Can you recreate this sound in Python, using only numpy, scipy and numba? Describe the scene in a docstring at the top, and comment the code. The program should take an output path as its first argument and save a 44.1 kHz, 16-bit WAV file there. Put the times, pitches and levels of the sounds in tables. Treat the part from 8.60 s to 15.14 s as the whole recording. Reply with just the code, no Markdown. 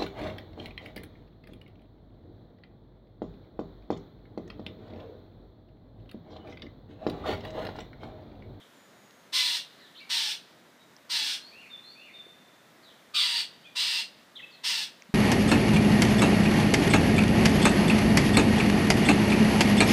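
"""Far songbirds whistle in a garden over a faint town hum; a few small handling clicks come and go.
Then a mockingbird on a porch railing scolds with six harsh, rasping barks.
One side of its syrinx holds a sagging tone while the other flaps chaotically;
throat, windpipe and beak colour both, and the porch echoes them."""
import sys
import numpy as np
from scipy import signal
from scipy.fft import rfft, irfft, next_fast_len
from scipy.io import wavfile
from numba import njit

SR = 44100
rng = np.random.default_rng(int(sys.argv[2]) if len(sys.argv) > 2 else 0)


def waveform_to_disk(signal):
    """Save audio, clipped to [-1, 1], as 16-bit WAV at the path in sys.argv[1]."""
    frames = np.transpose(np.atleast_2d(signal))
    scaled = np.clip(frames, -1, 1) * 32767
    samples = np.round(scaled).astype(np.int16)
    wavfile.write(sys.argv[1], SR, samples)


N = 288414
TIME_S = np.arange(N) / SR


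def undb(db):
    """Decibels to gain."""
    return 10 ** (np.asarray(db) / 20)


def unit(x):
    """Scale to rms 1."""
    return x / np.sqrt(np.mean(x ** 2))


def colour(x, points):
    """Filter by a spectrum of (f/Hz, gain/dB) points."""
    hz, db = np.transpose(points)
    size = next_fast_len(len(x) + 2048)
    bins_hz = np.maximum(np.fft.rfftfreq(size, 1 / SR), 1)
    gain = undb(np.interp(np.log(bins_hz), np.log(hz), db))
    return irfft(rfft(x, size) * gain, size)[:len(x)]


def walk(t, rate_hz):
    """Random wander of rms 1, with rate_hz new targets a second."""
    steps = (t - t[0]) * rate_hz
    return unit(np.interp(steps, np.arange(len(t)), rng.standard_normal(len(t))))


@njit
def resonance(x, hz, width_hz):
    """State-variable band-pass with a moving centre."""
    y, band_state, low_state = np.empty(len(x)), 0., 0.
    for i in range(len(x)):
        g, damping = np.tan(np.pi * hz[i] / SR), width_hz / hz[i]
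        band = (band_state + g * (x[i] - low_state)) / (1 + g * (g + damping))
        band_state = 2 * band - band_state
        low_state += 2 * g * band
        y[i] = damping * band
    return y


def echoes(x, t60_s, gap_s, dull_hz):
    """Dense reflections of unit energy: a gap, then a decay with softened treble."""
    t = TIME_S[:SR]
    tail = rng.standard_normal(SR) * np.exp(-np.log(1000) * t / t60_s) * (t > gap_s)
    tail = signal.sosfilt(signal.butter(1, dull_hz, fs=SR, output="sos"), tail)
    return signal.fftconvolve(x, tail / np.linalg.norm(tail))[:N]


# Town noise spectrum: f/Hz, relative density/dB
TOWN_SPECTRUM = [(18, -78), (30, -35), (154, -3), (240, -0.5), (426, -5), (662, -3.5), (754, -7.5),
                 (1920, -8), (2560, -14.5), (2770, -15), (3780, -13.5), (4540, -18), (6700, -21),
                 (8690, -24.5), (15000, -27)]


def town(level_db=-57.5, split_hz=700):
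    """Far traffic and leaves: a soft wash whose low part wavers under a nearly steady hiss."""
    wash = unit(colour(rng.standard_normal(N), TOWN_SPECTRUM))
    traffic = signal.sosfiltfilt(signal.butter(2, split_hz, fs=SR, output="sos"), wash)
    leaves = wash - traffic
    flicker = undb(.8 * walk(TIME_S, rate_hz=10))
    swell = undb(.4 * walk(TIME_S, rate_hz=2))
    return undb(level_db) * (traffic * flicker + leaves * swell)


def whistle(start_s, length_s, start_hz, end_hz, level_db, warble, bow=0.0055):
    """One far note: a warbling glide, bowed upward midway, that swells and fades."""
    t = TIME_S[:SR // 2 + SR // 8]
    progress = np.minimum(t / length_s, 1)
    arch = np.abs(np.sin(np.pi * progress))
    glide_hz = start_hz + (end_hz - start_hz) * progress
    hz = glide_hz * (1 + bow * arch + warble * walk(t, rate_hz=492.6))
    note = undb(level_db) * np.sqrt(2 * arch) * np.sin(2 * np.pi * np.cumsum(hz) / SR)
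    return np.pad(note, (int(start_s * SR), N))[:N]


# Single whistles and chirps: t/s, length/s, start f/Hz, end f/Hz, level/dB, warble/share of pitch
SINGLE_NOTES = [ (0, 0.042, 3330, 3380, -56.5, 0.091), (0.123, 0.23, 7250, 6660, -70.5, 0.011),
                (.332, 0.35, 6840, 6380, -70.5, 0.017), (1.181, 0.12, 4160, 3340, -57.5, .073),
                (1.197, 0.078, 2006, 1667, -59.5, .042), (1.345, 0.072, 3440, 4480, -49.5, 0.093),
                (1.389, 0.047, 2480, 2960, -54.5, .016), (1.401, 0.043, 2330, 2210, -49.5, .023),
                (2.194, 0.06, 3790, 3770, -62.5, .02), (3.128, 0.035, 3590, 3460, -41.5, 0.0041),
                (3.588, 0.031, 3590, 3490, -43.5, 0.0021), (4.224, .11, 4250, 3300, -56, 0.0704),
                (5.038, 0.049, 3040, 3610, -52.5, 0.014), (5.047, 0.049, 2556, 2343, -51.5, 0.021),
                (5.754, 0.0315, 3660, 3300, -42, 0.054), (5.78, 0.031, 3130, 2870, -49, 0.073),
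                (5.791, 0.021, 2047, 1830, -47, 0.038), (5.823, 0.029, 2586, 2600, -44.5, 0.018),
                (5.906, 0.071, 4580, 3870, -56.5, 0.045)]
# Songbird phrase: same columns, t/s from the phrase onset
PHRASE_NOTES = [ (0, 0.13, 4050, 4564, -51.5, 0.019), (0.12, 0.12, 2340, 2990, -52.5, .025),
                (0.22, 0.078, 2560, 2300, -52, .07), (0.306, .045, 3670, 3510, -47.5, 0.011)]
# Phrase onsets: t/s
PHRASE_ONSETS_S = [2.793, 3.229]


def songbirds(direct_db=-1.3, trees_db=-9, street_db=-11):
    """Far birds: single whistles and a repeated phrase, scattered by trees and house fronts."""
    phrases = sum(whistle(onset_s + offset_s, *note)
                  for onset_s in PHRASE_ONSETS_S for offset_s, *note in PHRASE_NOTES)
    song = phrases + sum(whistle(*note) for note in SINGLE_NOTES)
    trees = echoes(song, t60_s=0.4, gap_s=0.0027, dull_hz=7000)
    street = echoes(song, t60_s=1.4, gap_s=0.016, dull_hz=5240)
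    return undb(direct_db) * song + undb(trees_db) * trees + undb(street_db) * street


# Clicks and soft bumps: t/s, f/Hz, length/s, envelope peak/dB
HANDLING_KNOCKS = [(.509, 4300, 0.00038, -42), (2.3655, 5330, 0.00095, -39.5), (3.664, 424, 0.0077, -46),
                   (6.4217, 2260, 0.002, -38.5), (6.422, 5900, 0.00092, -39), (6.49, 202, 0.016, -42)]


def handling():
    """Small clicks and bumps, each a few quickly damped cycles."""
    out = np.zeros(N)
    for start_s, hz, length_s, peak_db in HANDLING_KNOCKS:
        start, t = int(start_s * SR), TIME_S[:int(length_s * SR)]
        envelope = undb(peak_db) * np.sin(np.pi * t / length_s)
        out[start:start + len(t)] += envelope * np.sin(2 * np.pi * hz * t)
    return out


def rasp(t, hz, jitter=.16, scatter_db=1.5, air_db=-7):
    """Chaotic side of the syrinx: uneven slaps, each letting a puff of air through."""
    cycles = np.cumsum(hz * np.exp(jitter * walk(t, rate_hz=1100))) / SR
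    slap_index = cycles.astype(int)
    strength = undb(scatter_db * rng.standard_normal(len(t)))[slap_index]
    slaps = np.diff(slap_index, prepend=0) * strength
    puffs = rng.standard_normal(len(t)) * np.exp(-(cycles % 1) / .5) * strength
    return unit(slaps - slaps.mean()) + undb(air_db) * unit(puffs)


# Clear tone at the syrinx: harmonic number, relative level/dB
SYRINX_PARTIALS = [(1, 3), (2, -.5), (3, -5), (4, -6), (5, -3), (6, -7), (7, -9), (9, -9)]


def tone(t, hz, flutter_db=1.0):
    """Steadier side of the syrinx: a few partials that waver in pitch and level."""
    waver = .008 * walk(t, rate_hz=350)
    phase = 2 * np.pi * np.cumsum(hz * (1 + waver)) / SR
    return unit(sum(undb(db + flutter_db * walk(t, rate_hz=46.9)) * np.sin(harmonic * phase)
                    for harmonic, db in SYRINX_PARTIALS))


# Throat response: f/Hz, gain/dB
THROAT_RESPONSE = [(100, -80), (620, -23.5), (900, -20.5), (1150, -19), (1550, -13), (2000, -9.5),
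                   (2400, -8), (2800, -2.5), (4900, -4), (5700, -6.5), (7100, -17), (8700, -13),
                   (10500, -24), (12300, -27.5), (15000, -25)]


def throat(x, shrill_db, hiss_db):
    """Throat colour; posture lifts or sinks the main band's upper flank and the hiss above it."""
    posture = [(4900, 0), (5500, shrill_db), (8000, 0), (11000, hiss_db)]
    return colour(colour(x, THROAT_RESPONSE), posture)


# Windpipe resonances common to all barks: f/Hz, gain/dB, width/Hz
WINDPIPE_MODES = [(1340, -5.5, 200), (13900, 0, 1300)]


def windpipe(x, rings, ring_width_hz=170):
    """Nasal resonances, common ones plus the bark's own rings; partials sliding into them ring out."""
    modes = [(hz, db, ring_width_hz) for hz, db in rings] + list(WINDPIPE_MODES)
    return sum(undb(db) * resonance(x, np.full(len(x), float(hz)), float(width_hz))
               for hz, db, width_hz in modes)


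def beak_resonance(x, hz, accent, gape_db, held_db=-7, width_hz=1600.):
    """Gliding two-stage beak resonance: gape_db at the accent, held_db away from it."""
    gain = undb(held_db + (gape_db - held_db) * accent)
    return gain * resonance(resonance(x, hz, width_hz), hz, width_hz)


# Hollow, muffled response of the shut beak: f/Hz, gain/dB
SHUT_BEAK_RESPONSE = [(1300, 3.5), (2600, -16)]


def beak_opening(t, x, open_s=0.02):
    """The opening beak lets the treble out."""
    opening = np.minimum(t / open_s, 1)
    return opening * x + (1 - opening) * colour(x, SHUT_BEAK_RESPONSE)


def bark(row, attack_s=0.011, release_s=0.017, accent_db=2, accent_width_s=0.038,
         sag_steepness=3.2, tone_fade_s=0.024):
    """One accented bark: rasp and tone on a sagging pitch, through throat, windpipe and beak."""
    (start_s, length_s, level_db, fade_db, accent_s, gape_db, beak_start_hz, beak_end_hz,
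     start_hz, end_hz, sag_s, tone_db, low_hz, low_db, high_hz, high_db, shrill_db, hiss_db) = row
    start, t = int(start_s * SR), TIME_S[:SR // 3]
    accent = np.exp(-((t - accent_s) / accent_width_s) ** 2)
    pitch_hz = end_hz + (start_hz - end_hz) / (1 + (t / sag_s) ** sag_steepness)
    tone_gain = undb(tone_db) * np.clip((length_s - t) / tone_fade_s, 0, 1)
    syrinx = rasp(t, pitch_hz) + tone_gain * tone(t, pitch_hz)
    voice = throat(syrinx, shrill_db, hiss_db)
    rings = windpipe(voice, [(low_hz, low_db), (high_hz, high_db)])
    beak_hz = np.interp(t, [0, length_s], [beak_start_hz, beak_end_hz])
    beak = beak_resonance(voice, beak_hz, accent, gape_db)
    call = beak_opening(t, unit(voice + rings + beak))
    envelope = np.minimum(t / attack_s, 1) * np.exp(-np.maximum(t - length_s, 0) / release_s)
    effort = envelope * undb(level_db + accent_db * accent - fade_db * t / length_s)
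    return np.pad(effort * call, (start, N - start - len(t)))


# Barks: t/s, length/s, level/dB, fade over length/dB, accent delay/s,
#   beak gain at accent/dB, beak start f/Hz, beak end f/Hz,
#   pitch start f/Hz, pitch end f/Hz, half-sag delay/s, tone re rasp/dB,
#   low windpipe ring f/Hz, gain/dB, high windpipe ring f/Hz, gain/dB, shrillness/dB, hiss/dB
SCOLD_BARKS = [ (0.721, 0.25, -27.5, 3.5, 0.073, -8, 3980, 3750, 1037, 930.7, 0.12, -8, 3500, 1, 4160, 0.5, 0, 1),
               (1.49, 0.23, -30, 3.5, 0.062, -2, 3970, 3780, 930.5, 818, .135, -12, 3140, -10, 5670, -12, 0.5, -0.5),
               (2.491, 0.25, -31.5, 1.2, 0.073, 0.5, 4170, 3600, 949, 798.7, .1, -10.5, 1140, -4, 4600, -7, 0.5, 0),
               (4.536, 0.27, -28.5, 0.5, 0.051, 5, 3510, 3750, 1230, 924.7, .075, -8.5, 1160, -30, 4560, 3.5, -7.5, -3.5),
               (5.15, 0.25, -30.5, 0.5, 0.068, -4, 3730, 4100, 974, 858.3, .19, -13, 2720, -1, 4860, -1.5, -3, -2),
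               (6.032, 0.2, -29.3, 4.5, 0.056, -29, 3700, 3970, 969.3, 792, .145, -10, 2750, -11, 5160, -6, -1, -1)]


def mockingbird(direct_db=-2, porch_db=-2.5, garden_db=-25):
    """Six barks, with the porch's quick reflections and the garden's faint long ones."""
    barks = sum(bark(row) for row in SCOLD_BARKS)
    porch = echoes(barks, t60_s=0.2, gap_s=0.002966, dull_hz=13400)
    garden = echoes(barks, t60_s=0.96, gap_s=0.035, dull_hz=3020)
    return undb(direct_db) * barks + undb(porch_db) * porch + undb(garden_db) * garden


def scene():
    """Mono mix at the porch."""
    return (mockingbird() + songbirds() + handling() + town())[None]


def record(dry):
    """The phone cuts the top: a steep low-pass."""
    cutoff_hz = 15400
    return signal.sosfilt(signal.ellip(10, .2, 70, cutoff_hz, fs=SR, output="sos"), dry)


dry = scene()
out = record(dry)
waveform_to_disk(out)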